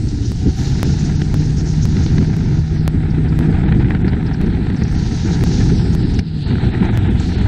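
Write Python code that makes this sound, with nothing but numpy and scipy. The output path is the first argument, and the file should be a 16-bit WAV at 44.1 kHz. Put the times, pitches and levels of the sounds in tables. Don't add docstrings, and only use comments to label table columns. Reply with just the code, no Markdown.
import sys
import numpy as np
from scipy import signal
from scipy.fft import rfft, irfft, next_fast_len
from scipy.io import wavfile
from scipy.ndimage import uniform_filter1d, minimum_filter1d, map_coordinates

SR = 44100
rng = np.random.default_rng(int(sys.argv[2]) if len(sys.argv) > 2 else 0)


def generate_wav(signal):
    frames = np.transpose(np.atleast_2d(signal))
    scaled = np.clip(frames, -1, 1) * 32767
    pcm = np.round(scaled).astype(np.int16)
    wavfile.write(sys.argv[1], SR, pcm)


def magnitude_from_level(level_db):
    exponent = np.asarray(level_db, float) / 20
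    return 10 ** exponent


N = 329427

# (time [s], roar level [dB])
WIND = [(0, -44.5), (.4, -44.5), (.65, -38), (1.1, -38.5), (1.55, -41), (2.15, -37.5), (2.65, -39.5),
        (3.0, -38.5), (3.5, -34.5), (4.1, -35.5), (4.65, -35.5), (5.15, -36.5), (5.5, -35), (6.1, -39.5),
        (6.57, -34), (6.85, -30.5), (7.1, -35), (7.47, -34.5)]
# (time [s], level [dB], share torn into mist [dB])
WATER = [(0, -46, -1.5), (.45, -43, -7.5), (.6, -39, -9.5), (1.5, -42, -7.5), (2.12, -40.5, -10),
         (2.5, -47, -10.5), (2.95, -48, -7.5), (3.45, -49.5, -3), (4.02, -52, -4), (4.43, -46, -9),
         (4.74, -45.5, -8), (5.01, -41.5, -9), (5.53, -37.5, -9), (5.8, -40.5, -5), (6.2, -40.5, -10.5),
         (6.9, -39, -15.5), (7.41, -35, -14.5), (7.47, -42, -7)]
# (time [s], frequency [Hz])
EDGE = [(0, 7500), (2.7, 7160), (2.95, 4098), (4.1, 4079), (4.4, 4540), (4.75, 4600), (4.95, 7070),
        (5.65, 7360), (5.8, 5810), (6.2, 5260), (6.7, 4383), (7.17, 3740), (7.19, 4525), (7.3, 4660),
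        (7.47, 4460)]
# (frequency [Hz], density [dB per Hz])
FLUTTER = [(100, -34.5), (170, 0), (269, -6.5), (381, -13.5), (501, -25), (549, -38), (600, -37),
           (780, -64), (1320, -120)]
# (frequency [Hz], density [dB per Hz])
HOUSING = [(330, -37.5), (560, -30), (618, -4.5), (766, 0.5), (948, -4.5), (1120, -18), (1240, -8.5),
           (1420, -5.5), (1760, -5), (2570, -13), (2810, -18), (4000, -19), (5200, -47), (8800, -120)]
# (frequency [Hz], density [dB per Hz])
SPRAY = [(1650, -30), (2800, -7), (3170, -9), (3810, -3.5), (4080, -2.5), (4740, -3.5), (6040, -4),
         (7600, -12), (9880, -39), (16700, -120)]
MEAN_WIND_DB = -38
SHELTER_S, SHELTER_DB, SHELTER_IN_S, SHELTER_OUT_S = (6.2, 6.42), -9.5, .015, .05


def unit(x):
    return x / np.sqrt(np.mean(x ** 2) + 1e-20)


def along(points, hz):
    f, v = np.transpose(points)
    return np.interp(np.log(hz + 1), np.log(f + 1), v)


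def curves(rows):
    s, *cols = np.transpose(rows)
    return [np.interp(np.arange(N) / SR, s, c) for c in cols]


def wobble(rate):
    at = np.arange(0, N + 32, 32)
    knots = rng.standard_normal(int(N * rate / SR) + 4)
    return np.interp(np.arange(N), at, map_coordinates(knots, [at * rate / SR]))


def coloured(x, spectrum):
    m = next_fast_len(len(x) + 8192)
    response = magnitude_from_level(along(spectrum, np.fft.rfftfreq(m, 1 / SR)))
    return irfft(rfft(x, m) * response, m)[:len(x)]


def rush(spectrum, patchy_db):
    z = signal.stft(rng.standard_normal(N), nperseg=512)[2]
    field = uniform_filter1d(rng.standard_normal(z.shape), size=8, axis=0)
    field = uniform_filter1d(field, size=6, axis=1)
    patches = signal.istft(z * magnitude_from_level(patchy_db * unit(field)), nperseg=512)[1][:N]
    return unit(coloured(patches, spectrum))


def between(start_s, end_s, in_s, out_s):
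    t = np.arange(N) / SR
    return np.clip((t - start_s) / in_s, 0, 1) * np.clip(1 - (t - end_s) / out_s, 0, 1)


def shelter_db():
    return SHELTER_DB * between(*SHELTER_S, SHELTER_IN_S, SHELTER_OUT_S)


def edge_octaves(s):
    return np.log2(np.interp(s, *np.transpose(EDGE)) / 4000)


def rival():
    # (time [s], exhaust frequency [Hz], level [dB])
    exhaust = [
        (0, 313, -31),
        (.1, 294.3, -32),
        (.26, 283, -26.5),
        (.32, 268, -52),
        (.45, 276, -68),
    ]
    hz, level_db = curves(exhaust)
    turn = 2 * np.pi * np.cumsum(hz) / SR
    return magnitude_from_level(level_db + 2) * (np.sin(turn) + magnitude_from_level(-17) * np.sin(3 * turn / 2))


def water():
    # (frequency [Hz], density [dB per Hz])
    mist_spectrum = [(3500, -30), (4300, 3.5), (6000, -5), (7300, -8), (7700, -2), (8500, -6), (8800, -10),
                     (9700, -13.5), (10300, -25.5), (11500, -26.5), (13000, -48.5)]
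    spray_loss_db, spray_back_s = -10.5, 0.25
    spray_db, share_db = curves(WATER)
    turned = between(SHELTER_S[0], SHELTER_S[0] + SHELTER_IN_S, SHELTER_IN_S, spray_back_s)
    spray_db = spray_db + spray_loss_db * turned
    mist_db = spray_db + share_db
    spray = unit(magnitude_from_level(1.3 * wobble(7.4) + 1.3 * wobble(30)) * rush(SPRAY, patchy_db=1.0))
    hz, t, z = signal.stft(magnitude_from_level(spray_db + 2.5) * spray, SR, nperseg=512)
    edge_hz = np.interp(t, *np.transpose(EDGE))
    spray = signal.istft(z / (1 + (hz[:, None] / edge_hz) ** 40), SR, nperseg=512)[1][:N]
    mist = unit(magnitude_from_level(wobble(25) + wobble(9.9)) * rush(mist_spectrum, patchy_db=2))
    return spray + magnitude_from_level(mist_db) * mist


def sheets():
    # (time [s], peak level [dB], length [s])
    sheet_events = [(0.085, -30, 0.01), (0.25, -32.5, .033), (0.548, -37, .23), (.984, -33, 0.048),
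                    (1.045, -33.5, 0.036), (1.153, -34, 0.018), (1.437, -34.5, 0.041), (1.566, -31, 0.066),
                    (1.654, -33, 0.1), (1.819, -29, 0.045), (2.029, -33, .037), (2.226, -41, 0.015),
                    (3.1, -38.5, 0.021), (3.28, -40.5, .03), (3.774, -45, .057), (4.074, -36, .03),
                    (4.263, -36.5, 0.022), (4.33, -37.5, 0.029), (4.46, -41, .015), (4.762, -37.5, .02),
                    (4.835, -29, 0.0076), (4.877, -35, .012), (5.923, -37, .037), (6.136, -35, 0.021),
                    (6.85, -45, .015), (6.925, -49, .06), (7.197, -32.5, 0.014), (7.204, -44, 0.12),
                    (7.302, -51, 0.25)]
    # (time [s], peak level [dB], length [s], centre [Hz])
    veils = [
        (.3, -62, .3, 9800),
        (0.545, -53, 0.23, 11500),
        (6.187, -42, .012, 9200),
        (6.188, -23, .012, 5060),
        (6.19, -25.5, .01, 2570),
        (7.23, -60, .13, 10300),
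        (7.192, -39.5, 0.25, 5170),
    ]
    sheet_hz, sheet_follows = 5500, 0.026
    out = np.zeros(N + SR)

    def centre_hz(s):
        return sheet_hz * (1 + sheet_follows * (np.interp(s, *np.transpose(WATER)[:2]) + 44))

    for s, db, length, hz in [(*row, centre_hz(row[0])) for row in sheet_events] + veils:
        u = np.linspace(0, 1, round(length * SR))
        band = [(hz * .5, -90), (hz * .7, -25), (hz * .88, -3), (hz, 0),
                (hz * 1.15, -4), (hz * 1.4, -30), (hz * 1.7, -110)]
        hiss = unit(coloured(rng.standard_normal(len(u) + 2048), band))[:len(u)]
        out[round(s * SR):][:len(u)] += magnitude_from_level(db - 4.5) * np.sin(np.pi * u ** .6) * hiss
    return out[:N]


def slaps():
    # (time [s], peak level [dB])
    slap_events = [(1.2165, -21), (1.9665, -22), (2.0617, -20), (2.1813, -19.5), (2.2123, -25),
                   (2.279, -30), (3.722, -15.5), (3.7469, -22), (3.7961, -21), (3.8448, -23), (3.883, -23),
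                   (3.905, -14), (3.948, -15.5), (4.003, -27), (4.045, -24), (4.079, -15), (4.132, -18.5),
                   (4.1662, -25), (4.2267, -23), (4.344, -25), (4.548, -28), (4.6671, -19), (4.6997, -21),
                   (4.746, -24), (6.19, -18.5), (6.554, -22), (6.5822, -23), (6.635, -22), (6.6892, -24),
                   (6.7486, -21)]
    # (frequency [Hz], gain [dB])
    slap_colour = [(500, -6.5), (1200, -2), (1800, 1.5), (3000, 1), (4500, -2)]
    # (frequency [Hz], gain [dB])
    wet_colour = [(4500, 1), (6000, -4), (7500, -19)]
    rise_s = .002
    wet_db, wet_per_octave_db = -26.5, 23.5
    patter_rate, patter_over_roar_db = 5.5, 5.5
    low, high = np.zeros(N + SR), np.zeros(N + SR)
    t = np.arange(SR // 25) / SR
    when, size = rng.random((60, 2)).T
    when = np.cumsum(-np.log(1 - when)) / patter_rate
    exposed_db = curves(WIND)[0] + 2 * shelter_db()
    patter_db = np.interp(when * SR, np.arange(N), exposed_db) + patter_over_roar_db + 6 * size
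    patter = [row for row in zip(when, patter_db) if row[0] < N / SR]
    for s, db in slap_events + patter:
        treble_db = wet_db + wet_per_octave_db * edge_octaves(s)
        puff = magnitude_from_level(db) * (t / rise_s * np.exp(1 - t / rise_s)) ** 2
        low[round(s * SR):][:len(t)] += puff
        high[round(s * SR):][:len(t)] += puff * magnitude_from_level(treble_db)
    flap = uniform_filter1d(low[:N], size=600) * magnitude_from_level(shelter_db()) * rush(FLUTTER, patchy_db=-3)
    body = coloured(low[:N] * rush(HOUSING, patchy_db=1.0), slap_colour)
    wet = coloured(high[:N] * rush(SPRAY, patchy_db=3.0), wet_colour)
    return magnitude_from_level(-5) * body + magnitude_from_level(-3.0) * wet + magnitude_from_level(14.5) * flap


def wind():
    # (frequency [Hz], density [dB per Hz])
    buffet_spectrum = [(12, -42.5), (20, -4), (69, 3), (113, 2), (135, 1.5), (162, -9), (190, -7.5),
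                       (250, -30), (420, -120)]
    # (time [s], level over the steady wind [dB], half width [s])
    gusts = [(.33, -5.5, 0.029), (.475, 12, .02), (0.529, -5.5, 0.033), (.6, 2.5, .02), (1.41, 4, 0.027),
             (1.8, -2.5, 0.027), (1.84, 3.5, 0.03), (2.121, 4, 0.025), (2.21, 8.5, 0.027),
             (2.291, 4.5, 0.017), (2.68, -5.5, 0.032), (3.49, 16, 0.013), (3.8, 4, 0.13), (4.21, -4, .05),
             (4.36, -7.5, .03), (4.41, 3.5, 0.041), (4.7, -3, 0.15), (4.83, 4, 0.028), (4.9, -5, 0.023),
             (4.96, 1, 0.018), (5.12, 3.5, 0.013), (5.19, -4.5, 0.06), (5.8, 5.5, 0.44),
             (6.605, -6.5, 0.012), (6.67, 4, .03), (6.714, -8, .01), (6.79, -5, 0.014), (6.85, 0.5, .03),
             (7.225, -4, 0.015), (7.44, 2, 0.023)]
    buffet_mean_db, buffet_grows, buffet_gusts = -15.5, 0.2, .6
    flutter_mean_db, flutter_grows, flutter_shelter = -21, 0.67, 1.05
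    roar_gusts, roar_lulls = 0.21, 0.48
    strength_db, = curves(WIND)
    over_mean_db = strength_db - MEAN_WIND_DB
    t = np.arange(0, N / SR, 1 / 500)
    bumps_db = sum(db * np.exp(-((t - s) / width) ** 2) for s, db, width in gusts)
    gust_db, = curves(np.transpose([t, bumps_db]))
    buffet_db = buffet_mean_db + buffet_grows * over_mean_db + buffet_gusts * gust_db + shelter_db()
    flutter_db = flutter_mean_db + flutter_grows * over_mean_db + gust_db + flutter_shelter * shelter_db()
    roar_db = strength_db + np.where(gust_db > 0, roar_gusts, roar_lulls) * gust_db + shelter_db()
    eddy = wobble(22) + wobble(50)
    buffet = unit(magnitude_from_level(0.94 * wobble(11)) * rush(buffet_spectrum, patchy_db=0.3))
    flutter = unit(magnitude_from_level(1.67 * eddy) * rush(FLUTTER, patchy_db=0.5))
    roughness = np.clip((roar_db + 50) / 5, 1, 3.2)
    splutter = magnitude_from_level(roughness * (.9 * wobble(110) + .35 * wobble(30)))
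    roar = unit(splutter * magnitude_from_level(0.21 * eddy) * rush(HOUSING, patchy_db=-0.5))
    return magnitude_from_level(buffet_db) * buffet + magnitude_from_level(flutter_db) * flutter + magnitude_from_level(roar_db) * roar


def engine():
    # (time [s], firing rate [Hz], firing tone level [dB])
    firing = [(0, 103.9, -21.5), (.3, 116.1, -21.5), (.42, 121.4, -26), (.74, 137.9, -21.5),
              (.86, 142.5, -16.5), (1, 146.9, -17.5), (1.5, 152.5, -17.5), (2.2, 155.9, -19.5),
              (2.9, 155.5, -17.5), (3.76, 159.1, -16.5), (3.9, 159.5, -22), (4.7, 163.8, -25),
              (5.9, 162.8, -20), (6.25, 164, -26.5), (6.4, 147.3, -17), (6.5, 137.8, -30), (7.47, 130, -36)]
    # (multiple of firing rate [1], level under the tone [dB])
    order_levels = [
        (.5, -14),
        (1.5, -20),
        (2, -20),
        (3, -34),
    ]
    whine_s, whine_db, whine_rest_db, whine_fade_s = (0.346, 0.738), -47, -61, .05
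    firing_hz, tone_db = curves(firing)
    pull = between(*whine_s, whine_fade_s, whine_fade_s)
    sixth_db = whine_rest_db + (whine_db - whine_rest_db) * pull
    turn = 2 * np.pi * np.cumsum(firing_hz * (1 + wobble(14) / 400)) / SR
    orders = sum(magnitude_from_level(db + 2.1 * wobble(12)) * np.sin(k * turn + 1.1 * wobble(9)) for k, db in order_levels)
    tone = magnitude_from_level(wobble(11)) * np.sin(turn) + orders
    whine = magnitude_from_level(sixth_db + 1.5 * wobble(20)) * np.sin(6 * turn)
    return np.sqrt(2) * (magnitude_from_level(tone_db) * tone + whine)


def scene():
    return (rival() + water() + sheets() + slaps() + wind() + engine())[None]


def limited(x):
    need = np.minimum(1, .82 / (np.abs(x) + 1e-9))
    return x * uniform_filter1d(minimum_filter1d(need, size=800), size=400)


def treble_dropouts(x):
    # (middle [s], length [s], lowest lost frequency [Hz])
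    gaps = [(1.178, 0.027, 7000), (1.395, 0.016, 7000), (3.659, .03, 5500), (3.845, .013, 5600),
            (4.036, 0.019, 4300), (4.143, .012, 5400), (4.718, 0.009, 5500), (4.972, 0.019, 6800),
            (6.042, .014, 5800), (6.454, 0.03, 5400), (6.724, 0.018, 5400), (6.897, .013, 4800),
            (7.091, 0.015, 4600), (7.368, .017, 5600), (7.401, 0.0092, 5600)]
    ceiling_hz, ceiling_hz_per_db, ceiling_ragged_hz = 12300, 290, 700
    haze_db = -17
    hz, t, z = signal.stft(x, SR, nperseg=256)
    keep = np.ones(z.shape)
    for s, length, low_hz in gaps:
        keep *= 1 - (hz[:, None] > low_hz) * np.clip(2 - 2.4 * np.abs(t - s) / length, 0, 1) * 0.83
    ragged = np.repeat(rng.standard_normal(len(t)), repeats=8)[:len(t)]
    spray_db = np.interp(t, *np.transpose(WATER)[:2])
    top_hz = ceiling_hz + ceiling_hz_per_db * (spray_db + 43.5) + ceiling_ragged_hz * ragged
    haze = magnitude_from_level(haze_db + 7 * np.repeat(rng.standard_normal(len(t)), repeats=8)[:len(t)])
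    keep *= haze + (1 - haze) / (1 + (hz[:, None] / top_hz) ** 60)
    return signal.istft(z * keep, SR, nperseg=256)[1][:N]


def lost_buffers():
    jumps = [-0.18, .83, 0.35, 0.27, 0.14, 0.71, -.3, -.07, -0.14, -.069, -0.5, -0.27, 0, -.36]
    first_loss_s, loss_every_s, decay_s = .3186, .512, .0012
    out, t = np.zeros(N), (np.arange(-600, 600) + .5) / SR
    for s, jump in zip(first_loss_s + loss_every_s * np.arange(len(jumps)), jumps):
        out[round(s * SR) - 600:][:len(t)] += jump / 2 * np.sign(t) * np.exp(-np.abs(t) / decay_s)
    return out


def roll_off(x):
    return signal.sosfilt(signal.butter(12, 16000, fs=SR, output="sos"), x)


def record(dry):
    joined = treble_dropouts(limited(dry[0])) + lost_buffers()
    band_limit = [(15700, -1), (16000, -14), (16300, -30), (16700, -40.5), (16800, -88)]
    mix = coloured(joined, band_limit)[None]
    return roll_off(mix)


dry = scene()
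out = record(dry)
generate_wav(out)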